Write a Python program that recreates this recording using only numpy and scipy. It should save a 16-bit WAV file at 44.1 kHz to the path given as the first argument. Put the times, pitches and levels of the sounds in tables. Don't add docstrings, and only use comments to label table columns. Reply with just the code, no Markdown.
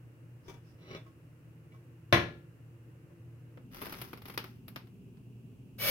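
import sys
import numpy as np
from scipy import signal
from scipy.fft import rfft, irfft
from scipy.io import wavfile

SR = 44100
rng = np.random.default_rng(int(sys.argv[2]) if len(sys.argv) > 2 else 0)


def persist_wave(psi):
    counts = np.round(np.clip(psi, -1, 1) * 32767).astype(np.int16)
    wavfile.write(sys.argv[1], SR, np.atleast_2d(counts).T)


N = 260190
TIME = np.arange(N) / SR
RING_TIME = TIME[:SR * 3 // 4]
PACKET_PAN_DB = 3

# frequency in Hz, left-right correlation.
COHERENCE = [(60, 0.97), (130, 0.94), (440, 0.83), (700, .4), (1300, 0), (15000, 0.00074)]
# frequency in Hz, T60 (time to fall 60 dB) in seconds.
ROOM_T60 = [(200, 0.27), (1500, 0.26), (5000, 0.26), (14000, 0.19)]
# frequency in Hz, relative level in dB, nominal T60 in seconds.
RIM_MODES = [(168, 13, 0.11), (386, 8.5, 0.074), (632, 3, 0.16), (1090, -1, 0.17), (1264, 3, 0.049),
             (2000, 4.5, 0.068), (2207, 1.5, 0.079), (2303, 0.5, 0.17), (2870, 2, 0.079), (3500, -7, 0.193),
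             (4000, 1.5, 0.079), (5770, -6, 0.075)]
# frequency in Hz, relative density in dB.
TOUCH_SPECTRUM = [(100, 0.5), (450, -1), (1400, -9.5), (3400, -14.5), (4100, -23), (5000, -16.5),
                  (6500, -19), (7500, -27), (14000, -24)]


def amp(db):
    return 10 ** (np.asarray(db) / 20)


def unit_rms(x):
    return x / np.sqrt(np.mean(x ** 2) + 1e-20)


def unit_energy(x):
    return x / np.linalg.norm(x, axis=-1, keepdims=True)


def unit_attack(x):
    return x / np.sqrt(np.mean(x[:, :SR // 20] ** 2))


def at_frequency(points, hz):
    freqs, values = np.transpose(points)
    return np.interp(np.log(hz + 1), np.log(freqs + 1), values)


def envelope(curve):
    times, db = np.transpose(curve)
    return amp(np.interp(TIME, times, db)) * (TIME > times[0]) * (TIME < times[-1])


def swells(rows, rise_s, fade_db_per_s):
    gain = np.zeros(N)
    for start, held, db in rows:
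        rise = np.clip((TIME - start) / rise_s, 0, 1)
        gain += rise * amp(db - fade_db_per_s * np.maximum(TIME - start - held, 0))
    return gain


def drift(bandwidth_hz):
    hz = np.fft.rfftfreq(N, 1 / SR)
    return unit_rms(irfft(rfft(rng.standard_normal(N)) * np.exp(-(hz / bandwidth_hz) ** 2), N))


def sides(db):
    return amp(np.array([[db], [-db]]) / 2)


def place(x, pan_db):
    bass = signal.sosfiltfilt(signal.butter(4, 420, fs=SR, output="sos"), x)
    return bass + sides(pan_db) * (x - bass)


def add(mix, start_s, sound):
    part = mix[:, round(start_s * SR):][:, :sound.shape[1]]
    part += sound[:, :part.shape[1]]


def convolve(x, response):
    x = np.atleast_2d(x)
    return signal.fftconvolve(x, np.atleast_2d(response), axes=1)[:, :x.shape[1]]


def colour(x, spectrum, size=4096):
    db = at_frequency(spectrum, abs(np.fft.fftfreq(size, 1 / SR)))
    log_gain = np.log(amp(np.maximum(db, -100)))
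    taps = np.fft.ifft(np.exp(np.conj(signal.hilbert(log_gain)))).real
    return convolve(x, unit_energy(taps[:size // 2]))


def tilted(x, db_per_octave):
    return colour(x, [(hz, db_per_octave * np.log2(hz / 500)) for hz in (500, 6000)])


def noise_pair(size):
    left, independent = rfft(rng.standard_normal((2, size)))
    coherence = np.clip(at_frequency(COHERENCE, np.fft.rfftfreq(size, 1 / SR)), -1, 1)
    right = coherence * left + np.sqrt(1 - coherence ** 2) * independent
    return irfft(np.array([left, right]), size)


def tail(t60s, size=256):
    length = len(RING_TIME)
    hz, t, bands = signal.stft(noise_pair(length), SR, nperseg=size)
    fade = amp(-60 * t / at_frequency(t60s, hz)[:, None])
    return unit_energy(signal.istft(bands * fade, SR, nperseg=size)[1][:, :length])


def burst(decay_s):
    return unit_energy(noise_pair(len(RING_TIME)) * np.exp(-RING_TIME / decay_s))


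def ring(modes, sustain=1, uneven_db=2):
    out = np.zeros((2, len(RING_TIME)))
    for hz, db, t60 in modes:
        coherence = np.clip(at_frequency(COHERENCE, hz), -1, 1)
        phase = np.arccos(coherence) * rng.choice([-1, 1]) * np.array([[.5], [-.5]])
        balance = sides(uneven_db * (1 - coherence) * rng.standard_normal())
        gain = amp(db) * balance * rng.choice([-1, 1])
        decay = np.exp(-np.log(1000) * RING_TIME / (t60 * sustain))
        out += gain * decay * np.sin(2 * np.pi * hz * RING_TIME + phase)
    return unit_energy(out)


def impulses(per_s, spread_db):
    sizes = unit_rms(amp(spread_db * np.minimum(rng.exponential(1, N), 4)))
    chance = per_s / SR
    return sizes * rng.choice([-1, 1], N) * (rng.random(N) < chance) / np.sqrt(chance)


def room_tone(early_db=-56.5, late_db=-53, fuller_at_s=3.62, fade_s=0.14, hiss_db=-81, swell_db=1):
    # frequency in Hz, relative density in dB.
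    early_spectrum = [(15, -81.5), (25, -44.5), (92, -10), (102, -9), (123, -9), (161, -5), (185, -22),
                      (335, -15), (384, -29.5), (451, -20.5), (734, -35), (1480, -34.5), (2760, -40.5),
                      (3520, -50.5), (16000, -49.5)]
    late_spectrum = [(15, -36), (25, -54), (43, -17.5), (84, -15), (117, -3), (145, -9), (263, -11),
                     (317, -24.5), (384, -16.5), (463, -28), (607, -35), (2000, -46.5), (2760, -38),
                     (3620, -52.5), (16000, -51)]
    hiss_spectrum = [(1500, -45.5), (2300, -15), (2600, -0.5), (2850, 1), (3150, -20.5), (4000, -53)]
    late_share = np.clip((TIME - fuller_at_s) / fade_s + .5, 0, 1)
    air = np.sqrt(1 - late_share) * amp(early_db) * colour(noise_pair(N), early_spectrum)
    air += np.sqrt(late_share) * amp(late_db) * colour(noise_pair(N), late_spectrum)
    rumble = signal.sosfiltfilt(signal.butter(2, 500, fs=SR, output="sos"), air)
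    waver = (amp(swell_db * drift(bandwidth_hz=32)) - 1) * rumble
    return air + waver + amp(hiss_db) * colour(noise_pair(N), hiss_spectrum)


def appliance_hum(waver_rad=.6, waver_db=3):
    # frequency in Hz, mean level in dB.
    tones = [(118.4, -54), (344.5, -69.5)]
    out = np.zeros(N)
    for hz, db in tones:
        phase = 2 * np.pi * hz * TIME + waver_rad * drift(bandwidth_hz=7)
        out += amp(db + waver_db * drift(bandwidth_hz=8)) * np.sin(phase)
    return out


def finger_slide():
    # start in seconds, seconds until the decay, level in dB.
    strokes = [(.42, 0.057, -67), (.62, .1, -72)]
    # frequency in Hz, relative density in dB.
    skin_spectrum = [(1000, -6), (4300, -14), (5300, -3), (5900, -11), (6800, -22), (15000, -26)]
    return swells(strokes, rise_s=0.057, fade_db_per_s=250) * colour(noise_pair(N), skin_spectrum)


def handle_grip(ring_db=2, room_db=6.5):
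    # frequency in Hz, relative level in dB, T60 in seconds.
    handle_modes = [(372, 12, 0.072), (945, 1, 0.17), (1180, -4, 0.1), (1535, -11, 0.28),
                    (2308, -3.5, 0.16), (3400, -15, 0.27), (3510, -7, 0.12), (5350, -9, 0.1),
                    (6100, -3, 0.075)]
    # start in seconds, level in dB.
    taps = [(0.46, -68.5), (.482, -51.5), (0.496, -51.5), (.541, -61.5)]
    out = np.zeros((2, N))
    for start, db in taps:
        contact = burst(decay_s=0.014) + amp(room_db) * tail(ROOM_T60)
        touch = unit_energy(colour(contact, TOUCH_SPECTRUM))
        add(out, start, amp(db) * unit_attack(amp(ring_db) * ring(handle_modes) + touch))
    return sides(db=4.0) * out


def rim_clinks(scuff_db=-5, contact_s=0.0039, fall_db_per_octave=15):
    # start in seconds, level in dB, most excited frequency in Hz.
    touches = [(.962, -58, 3570), (1.062, -63, 1080), (1.718, -69, 2340), (1.74, -66, 1110)]
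    onset = 1 - np.exp(-RING_TIME / contact_s)
    out = np.zeros((2, N))
    for start, db, pitch in touches:
        modes = [(hz, mode_db - fall_db_per_octave * abs(np.log2(hz / pitch)), t60)
                 for hz, mode_db, t60 in RIM_MODES]
        rim = ring(modes, sustain=0.95)
        scuff = amp(scuff_db) * unit_energy(colour(tail(ROOM_T60), TOUCH_SPECTRUM))
        add(out, start, amp(db) * unit_attack((rim + scuff) * onset))
    return out


def pot_drag(ring_db=-1, rasp_db=-5, room_db=-2):
    # time in seconds, relative level in dB.
    slip_levels = [(.78, -67.5), (.86, -57), (.91, -47.5), (.965, -47.5), (.985, -90)]
    # time in seconds, impulse level in dB.
    catches = [(.912, -23.5), (.949, -16.5), (0.973, -25)]
    # frequency in Hz, relative density in dB.
    rasp_spectrum = [(100, -23), (400, -5.5), (850, -13.5), (2300, -11.5), (3300, -17), (4000, -18),
                     (4500, -27.5), (5700, -21), (6500, -49), (15000, -38)]
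    contact = burst(decay_s=0.0037) + amp(room_db) * tail(ROOM_T60)
    rasp = unit_energy(colour(contact, rasp_spectrum))
    slips = envelope(slip_levels) * impulses(per_s=1400, spread_db=-0.5)
    for start, db in catches:
        slips[round(start * SR)] += amp(db)
    return convolve(slips, amp(ring_db) * ring(RIM_MODES) + amp(rasp_db) * rasp)


def packet_crinkle(room_db=-4, tilt_db_per_octave=3.0, spots=4):
    # start in seconds, seconds until the decay, level in dB.
    squeezes = [(3.705, 0.32, -50.5), (4.24, 0.049, -55), (4.43, 0.036, -62)]
    # frequency in Hz, relative density in dB.
    crease_spectrum = [(150, -6), (350, -3), (700, -12), (1300, -5.5), (1800, -8.5), (2600, -7.5),
                       (3800, -15.5), (5300, -12.5), (7500, -30.5), (10000, -20), (12500, -13.5),
                       (16000, -16)]
    effort = swells(squeezes, rise_s=0.035, fade_db_per_s=122)
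    out = np.zeros((2, N))
    for tilt in np.linspace(-tilt_db_per_octave, tilt_db_per_octave, spots):
        crease = colour(burst(decay_s=0.0014) + amp(room_db) * tail(ROOM_T60), crease_spectrum)
        ticks = effort * impulses(per_s=190, spread_db=3.0)
        out += convolve(ticks, unit_energy(tilted(crease, tilt)))
    return place(out, PACKET_PAN_DB) / np.sqrt(spots)


def buckle(spread_s=0.0099, fall_db=4.8, aftercracks=5):
    out = burst(decay_s=0.0014)
    for lateness in rng.uniform(0.057, 1, aftercracks):
        add(out, lateness * spread_s, amp(-fall_db * lateness) * burst(decay_s=0.00045))
    return out


def packet_snaps(gain_db=13, early_db=2, room_db=2.0, fizz_boost_db=4):
    # start in seconds, relative level in dB,
    # relative level of the treble fizz in dB before its boost, tilt in dB per octave.
    snaps = [(3.573, -37.5, -32, -5), (3.817, -25, -9, -2), (3.832, -32, -12, -1.5), (3.856, -32, -9, 1),
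             (3.866, -29.5, -12, -2), (3.924, -29.5, -5.5, .5), (3.939, -32.5, -24, 2),
             (4.015, -28.5, -3.5, 1), (4.131, -27.5, -16.5, -0.5), (4.174, -39.5, -9.5, .5),
             (4.219, -39, -10, 1), (4.255, -33.5, -10.5, 1), (4.283, -39, -2.5, 1.5),
             (4.298, -31.5, -11, 0.5), (4.340, -38.5, -5.5, .5), (4.376, -18, -13, 2.5),
             (4.441, -31, -14, 1), (4.681, -36.5, -4, 1.5), (4.76, -26.5, -15, 1.5), (4.871, -50.5, -12, 0),
             (5.171, -55.5, -25, 1)]
    # frequency in Hz, relative density in dB.
    snap_spectrum = [(120, -12.5), (260, 1), (450, 0.5), (700, -5), (980, -2.5), (1350, -2.5), (1750, -8),
                     (2200, -4.5), (2700, -7.5), (3800, -13), (5200, -14.5), (7500, -37.5), (12500, -15),
                     (16000, -25)]
    highpass = signal.butter(4, 8000, "high", fs=SR, output="sos")
    out = np.zeros((2, N))
    for start, db, fizz_db, tilt in snaps:
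        crack = buckle() + amp(early_db) * burst(decay_s=0.013) + amp(room_db) * tail(ROOM_T60)
        crack = tilted(colour(crack, snap_spectrum), tilt)
        fizz = signal.sosfiltfilt(highpass, crack)
        snap = unit_energy(crack - fizz) + amp(fizz_db + fizz_boost_db) * unit_energy(fizz)
        add(out, start, amp(db + gain_db) * snap)
    return place(out, PACKET_PAN_DB)


def rice_pour(start_s=5.781, tip_s=0.13, growth=.8, stream_db=-26.5, ring_db=-4, room_db=-2):
    # frequency in Hz, relative density in dB.
    tick_spectrum = [(60, -16), (130, 1.5), (380, -15), (590, -5), (850, -17.5), (1200, -11.5),
                     (1700, -8.5), (2600, -10), (5200, -9), (6200, -16.5), (7700, -25), (10000, -13),
                     (12500, -7), (16000, -13)]
    # frequency in Hz, relative level in dB, T60 in seconds.
    floor_modes = [(541, 3, 0.11), (611, -4.5, 0.39), (1196, -9, 0.32), (2268, 7.5, 0.18),
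                   (2630, -2.5, 0.19), (3004, 0, 0.22), (3390, -3, .2), (4320, -7, 0.12)]
    grains_per_s, spots = 7500, 4
    stream = amp(stream_db) * np.maximum((TIME - start_s) / tip_s, 0) ** growth
    out = np.zeros((2, N))
    for _ in range(spots):
        contact = burst(decay_s=0.00055) + amp(room_db) * tail(ROOM_T60)
        tick = unit_energy(colour(contact, tick_spectrum))
        hits = stream * impulses(grains_per_s / spots, spread_db=-1.5)
        out += convolve(hits, tick + amp(ring_db) * ring(floor_modes))
    return sides(db=2.0) * out / np.sqrt(spots)


def pot_clank(shiver_db=-2, clatter_db=-7, contact_db=-8, ring_db=0.5):
    # frequency in Hz, relative level in dB, nominal T60 in seconds.
    pot_modes = [(119, -4, 0.55), (159, -7, 0.55), (314, -11, 0.47), (346, 0, 0.4), (577, -5, 0.33),
                 (640, -12, 0.42), (707, -5, 0.3), (1009, -9, 0.31), (1049, -1, 0.29), (1081, -6, 0.32),
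                 (1380, -14, 0.51), (1430, -16, 0.42), (1461, -9, 0.29), (1638, -12, 0.35), (1698, -4, 0.4),
                 (1816, -7, 0.34), (1953, -6, 0.31), (1984, -7, 0.31), (2019, -8, 0.32), (2258, -9, 0.33),
                 (2292, -4, 0.29), (2369, -8, 0.33), (2742, -9, 0.3), (3031, -14, 0.31), (3394, -12, 0.27),
                 (3554, -7, 0.26), (4003, -13, 0.29), (5376, -19, 0.27), (6172, -24, 0.27),
                 (6458, -22, 0.22)]
    # frequency in Hz, relative density in dB.
    shiver_spectrum = [(30, -33.5), (75, -4), (130, 0), (250, -9), (450, -5), (900, -10.5), (1400, -9),
                       (2100, -9), (3000, -12.5), (4300, -17.5), (4800, -26), (5900, -24), (7300, -42.5),
                       (12000, -31.5), (16000, -44.5)]
    # frequency in Hz, T60 in seconds.
    shiver_t60 = [(60, .45), (250, 0.55), (1000, .31), (2500, 0.35), (6000, 0.33), (14000, 0.24)]
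    # start in seconds, level in dB, tilt in dB per octave, left minus right in dB.
    blows = [(2.126, -20, 0, 4.5), (3.105, -67, -9, 11)]
    steel = amp(ring_db) * ring(pot_modes, sustain=0.93)
    out = np.zeros((2, N))
    for start, db, tilt, pan_db in blows:
        impact = amp(contact_db) * burst(decay_s=0.0023) + amp(clatter_db) * burst(decay_s=0.014)
        shiver = unit_energy(colour(impact + amp(shiver_db) * tail(shiver_t60), shiver_spectrum))
        clank = unit_attack(tilted(steel + shiver, tilt))
        add(out, start, amp(db) * place(clank, pan_db))
    return out


def scene():
    pot = handle_grip() + finger_slide() + pot_drag() + rim_clinks() + pot_clank()
    packet = packet_snaps() + packet_crinkle()
    return pot + packet + rice_pour() + room_tone() + appliance_hum()


def record(dry):
    cutoff_hz = 15950
    lowpass = signal.firwin(511, cutoff_hz, window=("kaiser", 9), fs=SR)
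    return signal.oaconvolve(dry, lowpass[None], "same")


dry = scene()
out = record(dry)
persist_wave(out)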